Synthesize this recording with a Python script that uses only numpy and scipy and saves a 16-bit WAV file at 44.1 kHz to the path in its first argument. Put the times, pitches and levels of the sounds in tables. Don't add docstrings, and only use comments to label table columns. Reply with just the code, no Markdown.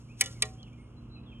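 import sys
import numpy as np
from scipy import signal
from scipy.fft import rfft, irfft, next_fast_len
from scipy.io import wavfile

SR = 44100
rng = np.random.default_rng(int(sys.argv[2]) if len(sys.argv) > 2 else 0)


def persist_wave(psi):
    counts = np.round(np.clip(psi, -1, 1) * 32767).astype(np.int16)
    wavfile.write(sys.argv[1], SR, np.atleast_2d(counts).T)


N = 61739

# frequency in Hz, gain in dB.
SHAFT_COLOUR = [(100, -28), (1200, -8.5), (2500, -3.5), (4200, 0.5), (6000, 4), (8000, -2.5), (10800, -5),
                (12500, -15), (14700, -19), (16500, -37.5)]
# start in seconds, length in seconds, peak in dB, then start, middle and end pitch in Hz.
NOTES = [(0.079, 0.064, -58.5, 2154, 2547, 2810), (0.343, 0.062, -62, 2298, 2166, 2070),
         (0.577, 0.051, -56, 3030, 3334, 3346), (0.614, 0.039, -55.5, 3406, 3106, 2745),
         (0.657, 0.028, -58, 2824, 2680, 2000), (0.721, 0.0335, -61, 2224, 2366, 2430),
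         (0.773, 0.053, -63, 2170, 2170, 2270), (.77, .1, -76.5, 9250, 8950, 8520),
         (0.958, 0.036, -67, 4060, 4050, 4030), (1.091, 0.11, -58.5, 4030, 4020, 3950),
         (1.155, 0.0266, -56, 2768, 2628, 2400), (1.177, .045, -64.5, 2520, 2575, 2555),
         (1.255, 0.056, -57, 3715, 3336, 3060), (1.293, .17, -60.5, 3133, 3098, 3200),
         (1.311, 0.029, -55.5, 2820, 2540, 2310)]
HIGH_TONE_STARTS_S = (0.958, 1.091)


def amp(db):
    return 10 ** (np.asarray(db) / 20)


def unit_rms(x):
    return x / np.sqrt(np.mean(x ** 2) + 1e-20)


def lookup(table, hz, column=1):
    rows = np.array(table)
    return np.interp(np.log(hz + 1), np.log(rows[:, 0] + 1), rows[:, column])


def envelope(table, column=1):
    rows = np.array(table)
    return amp(np.interp(np.arange(N) / SR, rows[:, 0], rows[:, column]))


def wander(time_s):
    size = next_fast_len(N)
    hz = np.fft.rfftfreq(size, 1 / SR)
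    spectrum = rfft(rng.standard_normal(size)) / (1 + (hz * time_s * 2) ** 4)
    return unit_rms(irfft(spectrum, size)[:N])


def min_phase(x, gain_db):
    size = len(x)
    cepstrum = irfft(gain_db * np.log(10) / 20, size)
    cepstrum *= 1 + np.sign(size / 2 - np.arange(size))
    cepstrum[0] /= 2
    return irfft(rfft(x) * np.exp(rfft(cepstrum)), size)


def colour(x, table, column=1):
    return min_phase(x, lookup(table, np.fft.rfftfreq(len(x), 1 / SR), column))


def decaying_noise(t60_table, column=1):
    hz, t, bins = signal.stft(rng.standard_normal(SR // 2), SR, nperseg=128)
    decay = amp(-60 * t / lookup(t60_table, hz, column)[:, None])
    return signal.istft(bins * decay, SR, nperseg=128)[1][:SR // 2]


def add(mix, start_s, sound):
    part = mix[max(round(start_s * SR), 0):][:len(sound)]
    part += sound[:len(part)]


def air(gain_db=-53.5):
    # frequency in Hz, relative level in dB.
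    spectrum = [(20, -20.5), (35, -12.5), (55, 5.5), (80, -0.5), (130, -3.5), (220, -7), (330, -12),
                (500, -18.5), (800, -24.5), (1250, -23), (1850, -38), (2450, -33.5), (2780, -27),
                (3300, -34), (4000, -50), (5200, -45.5), (6200, -62.5), (11000, -56), (16000, -69)]
    # time in seconds, gain in dB.
    swell = [(0, 0), (.35, 3.5), (.7, 1.5), (1, 2), (1.27, 4), (1.4, 2.5)]
    # frequency in Hz, left-right correlation.
    coherence = [(30, .999), (70, .998), (120, .985), (300, .88), (800, .7), (2000, .5), (5000, .7),
                 (16000, .7)]
    hz = np.fft.rfftfreq(N, 1 / SR)
    alike = lookup(coherence, hz)
    left, independent = rfft(rng.standard_normal((2, N)))
    right = alike * left + np.sqrt(1 - alike ** 2) * independent
    noise = irfft(np.array([left, right]) * amp(lookup(spectrum, hz)), N)
    return amp(gain_db) * envelope(swell) * unit_rms(noise)


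def engine(waver_depth=0.004, flutter_db=1.2):
    # frequency in Hz, level in dB before the swell.
    tones = [(61, -61.5), (118.4, -49), (148, -61), (199.2, -61), (236.9, -55.5), (299, -64.5),
             (355.3, -71), (484.5, -76.5)]
    # time in seconds, gain of the strongest tone in dB, gain of the others in dB.
    swell = [(0, -2, -5), (.1, -0.5, -2.5), (.45, 2.5, -2.5), (0.649, -2, 0), (0.779, -3.5, -2),
             (.92, -5.5, -7), (1, -7.5, -0.5), (1.12, -1.5, 0.5), (1.4, -2, 1.5)]
    strongest_db = max(db for hz, db in tones)
    out = np.zeros(N)
    for hz, db in tones:
        cycles = np.cumsum(hz * (1 + waver_depth * wander(0.08))) / SR + rng.random()
        tone = amp(db + flutter_db * wander(0.1445)) * np.sqrt(2) * np.sin(2 * np.pi * cycles)
        out += tone * envelope(swell, column=1 if db == strongest_db else 2)
    return out


def slide(grain_db=1, grain_s=0.0092):
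    # time in seconds, level in dB.
    levels = [(0, -66), (.06, -72.5), (.17, -71), (.2, -49.5), (.25, -48.5), (.29, -54), (.33, -56.5),
              (.38, -65.5), (.41, -61.5), (.46, -53.5), (.51, -64.5), (.62, -75.5), (.8, -78), (1.1, -81),
              (1.22, -85), (1.4, -81.5)]
    grain = unit_rms(amp(grain_db * wander(grain_s)))
    friction = unit_rms(colour(rng.standard_normal(N), SHAFT_COLOUR))
    return envelope(levels) * grain * friction


def sine_notes(rows, waver_depth=0.011, scatter_rad=0.22, echo_t60_s=0.43, echo_db=-2.5):
    direct = np.zeros(N)
    for start_s, length_s, db, *pitch_hz in rows:
        progress = np.linspace(0, 1, int(length_s * SR))
        waver = waver_depth * wander(0.004)[:len(progress)]
        scatter = scatter_rad * wander(0.0033)[:len(progress)]
        hz = np.polyval(np.polyfit([0, 0.5, 1], pitch_hz, 2), progress)
        tone = np.sin(2 * np.pi * np.cumsum(hz * (1 + waver)) / SR + scatter)
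        add(direct, start_s, amp(db) * np.sin(np.pi * progress) * tone)
    t = np.arange(SR // 2) / SR
    tail = rng.standard_normal(len(t)) * amp(-60 * t / echo_t60_s)
    return direct + amp(echo_db) * signal.fftconvolve(direct, tail / np.linalg.norm(tail))[:N]


def birds():
    return sine_notes(row for row in NOTES if row[0] not in HIGH_TONE_STARTS_S)


def crack(spot, snap_db=5.5, snap_s=0.00046):
    # frequency in Hz, gain in dB at spots 0 and 1.
    spectrum = [(200.4, -24, -28), (700, -28, -22), (1330, -17, -15), (2000, -2.5, 0.5), (4220, 6, 1.5),
                (6450, -1.5, 0), (7500, -1, 0.5), (10970, 2.5, 3), (12900, -4.5, -14), (15600, -6, -15),
                (16580, -32, -40.5)]
    # frequency in Hz, T60 in seconds at spots 0 and 1.
    decay = [(300, 0.066, 0.072), (1200, 0.02, 0.024), (2510, 0.041, 0.045), (5004, .022, 0.039),
             (9000, 0.027, 0.011), (15000, 0.02, 0.013)]
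    burst = decaying_noise(decay, column=1 + spot)
    t = np.arange(len(burst)) / SR
    snap = 1 + amp(snap_db) * np.exp(-t / snap_s)
    return colour(burst * snap, spectrum, column=1 + spot)


def ring(spot, rise_cycles=1.6):
    # frequency in Hz, T60 in seconds, gain in dB at spots 0, 1 (knocks) and 2 (rattle).
    modes = [(427, 0.17, -32, -23, -33), (485, .15, -31, -28, -33), (530, 0.14, -29, -36, -22),
             (630, 0.18, -38, -26, -40), (754, 0.47, -49, -31, -50), (778, 0.14, -26, -36, -35),
             (883, 0.16, -48, -36, -44), (1046, 0.13, -27, -37, -39), (1083, 0.24, -45, -30, -44),
             (1190, 0.13, -35, -26, -34), (1338, 0.15, -30, -38, -24), (1384, 0.16, -33, -33, -24),
             (1755, 0.09, -20, -32, -28), (1848, 0.17, -32, -25, -34), (1914, 0.07, -15, -14, -22),
             (1985, 0.06, -9, -19, -19), (2184, 0.06, -9, -23, -22), (2312, 0.07, -12, -16, -28),
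             (2346, 0.045, -14, -12, -26), (2455, .035, -16, -10, -24), (2790, 0.045, -19, -17, -22),
             (2938, 0.07, -23, -18, -15), (2972, 0.06, -7, -23, -15), (3415, 0.07, -18, -19, -14),
             (3660, .03, -12, -9, -20), (3800, .05, -14, -18, -16), (3965, 0.026, -7, 1, -20),
             (4480, 0.026, -7, -4, -16), (4830, .028, -7, -11, -22), (5080, 0.025, -3, -6, -20),
             (5450, 0.025, -3, -11, -18), (5940, 0.032, -5, -13, -18), (6245, 0.034, -6, -16, -18),
             (6440, 0.032, -6, -21, -18), (6750, 0.018, -20, -7, -20), (7378, 0.027, -7, -26, -20),
             (7670, 0.02, -11, -10, -20), (7955, 0.021, 0, -11, -18), (8318, 0.021, -21, -4, -22),
             (9025, 0.018, -21, -7, -22), (9400, 0.022, -7, -13, -22), (9700, 0.026, -5, -31, -22),
             (10125, 0.017, -21, -6, -24), (10592, 0.021, 1, -20, -20), (11160, 0.02, -5, -20, -26),
             (12220, 0.017, -3, -22, -30)]
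    t = np.arange(SR // 2) / SR
    out = np.zeros(len(t))
    for hz, t60_s, *spot_db in modes:
        rise = 1 - np.exp(-t * hz / rise_cycles)
        decay = amp(spot_db[spot] - 60 * t / t60_s)
        out += rise * decay * np.sin(2 * np.pi * (hz * t + rng.random()))
    return 0.5 * out


def rebound(spot, db_per_octave, knee_hz=2520):
    burst = crack(spot)
    hz = np.fft.rfftfreq(len(burst), 1 / SR)
    return min_phase(burst, db_per_octave * np.log2(np.maximum(hz / knee_hz, 1)))


def knocks(touch_lead_s=0.0013):
    # start in seconds, crack gain in dB, ring gain in dB, spot on the bow, touch gain in dB,
    # then the rebound's delay in seconds, gain in dB and treble slope in dB per octave.
    blows = [(0.2108, -18, -10.5, 0, -20, 0.0053, -24.5, 0),
             (0.4231, -21.5, -10.5, 1, -29, .0027, -19.5, -15.5)]
    # frequency in Hz, gain in dB.
    touch_colour = [(500, -20.5), (2500, -9.5), (5500, -3.5), (9000, -0.5), (15000, -1.5)]
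    out = np.zeros(N)
    for start_s, crack_db, ring_db, spot, touch_db, delay_s, rebound_db, db_per_octave in blows:
        touch = colour(crack(spot), touch_colour)[:SR // 4]
        add(out, start_s - touch_lead_s, amp(touch_db) * touch)
        add(out, start_s, amp(crack_db) * crack(spot) + amp(ring_db) * ring(spot))
        add(out, start_s + delay_s, amp(rebound_db) * rebound(spot, db_per_octave))
    return out


def garden_echo(direct, ground_s=0.0052, ground_db=-16, side_gain=0.94):
    # frequency in Hz, T60 in seconds, gain in dB.
    tail_bands = [(200, .25, -18), (1000, .22, -14), (2516, .22, -23), (4997, 0.088, -21),
                  (8900, 0.16, -34), (15000, .2, -40)]
    noise = np.array([decaying_noise(tail_bands) for _ in range(2)])
    mid, side = noise / np.linalg.norm(noise[0])
    tails = np.array([mid + side_gain * side, mid - side_gain * side])
    echo = signal.fftconvolve(colour(direct, tail_bands, column=2)[None], tails, axes=1)[:, :N]
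    ground = np.pad(direct, (round(ground_s * SR), 0))[:N]
    return echo + amp(ground_db) * ground


def rattle(t60_s=0.014):
    # start in seconds, tick gain in dB, band centre in Hz, width in octaves, ring gain in dB.
    ticks = [(.2385, -38.5, 7150, 0.5, -24), (.2445, -42.5, 7950, 0.55, -34), (0.2598, -29.5, 6300, 1, -22),
             (0.2652, -38.5, 6026, 0.97, -35), (.275, -47, 5500, 0.99, -30),
             (0.326, -47.5, 7400, 0.56, -42), (0.451, -45.5, 7800, 0.25, -55),
             (0.456, -44.5, 7000, 0.64, -54), (0.537, -57, 6480, 0.32, -58), (0.63, -48.5, 4290, 0.35, -63),
             (.732, -63, 7400, 0.71, -72)]
    t = np.arange(SR // 2) / SR
    hz = np.fft.rfftfreq(len(t), 1 / SR)
    out = np.zeros(N)
    for start_s, tick_db, centre_hz, width_oct, ring_db in ticks:
        bell = np.exp(-0.5 * (np.log2((hz + 1) / centre_hz) / width_oct) ** 2)
        band = unit_rms(irfft(rfft(rng.standard_normal(len(t))) * bell, len(t)))
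        tick = colour(amp(-60 * t / t60_s) * band, SHAFT_COLOUR)
        add(out, start_s, amp(tick_db) * tick + amp(ring_db) * ring(spot=2))
    return out


def high_tones():
    return sine_notes(row for row in NOTES if row[0] in HIGH_TONE_STARTS_S)


def scene():
    arrow = knocks() + rattle()
    return arrow + garden_echo(arrow) + slide() + birds() + high_tones() + engine() + air()


def record(dry, cutoff_hz=16400):
    # frequency in Hz, lag of the left port in radians, left minus right in dB.
    ports = [(20, 0, 0), (120, 0, -1), (280, 0, -2), (800, -.3, 0), (1400, .9, .5), (2300, .7, -1),
             (3000, 1.2, -2), (3500, 2.5, -1), (4400, 3.15, 0), (6000, 4.4, 0), (8500, 6.25, 0),
             (11500, 8.4, 0), (15000, 10.7, 0)]
    size = next_fast_len(N + 4096)
    hz = np.fft.rfftfreq(size, 1 / SR)
    left = np.exp(-0.5j * lookup(ports, hz)) * amp(lookup(ports, hz, column=2) / 2)
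    heard = irfft(rfft(dry, size) * np.array([left, 1 / left]), size)[:, :N]
    lowpass = signal.firwin(255, cutoff_hz, window=("kaiser", 9), fs=SR)
    return signal.oaconvolve(heard, lowpass[None], "same")


dry = scene()
out = record(dry)
persist_wave(out)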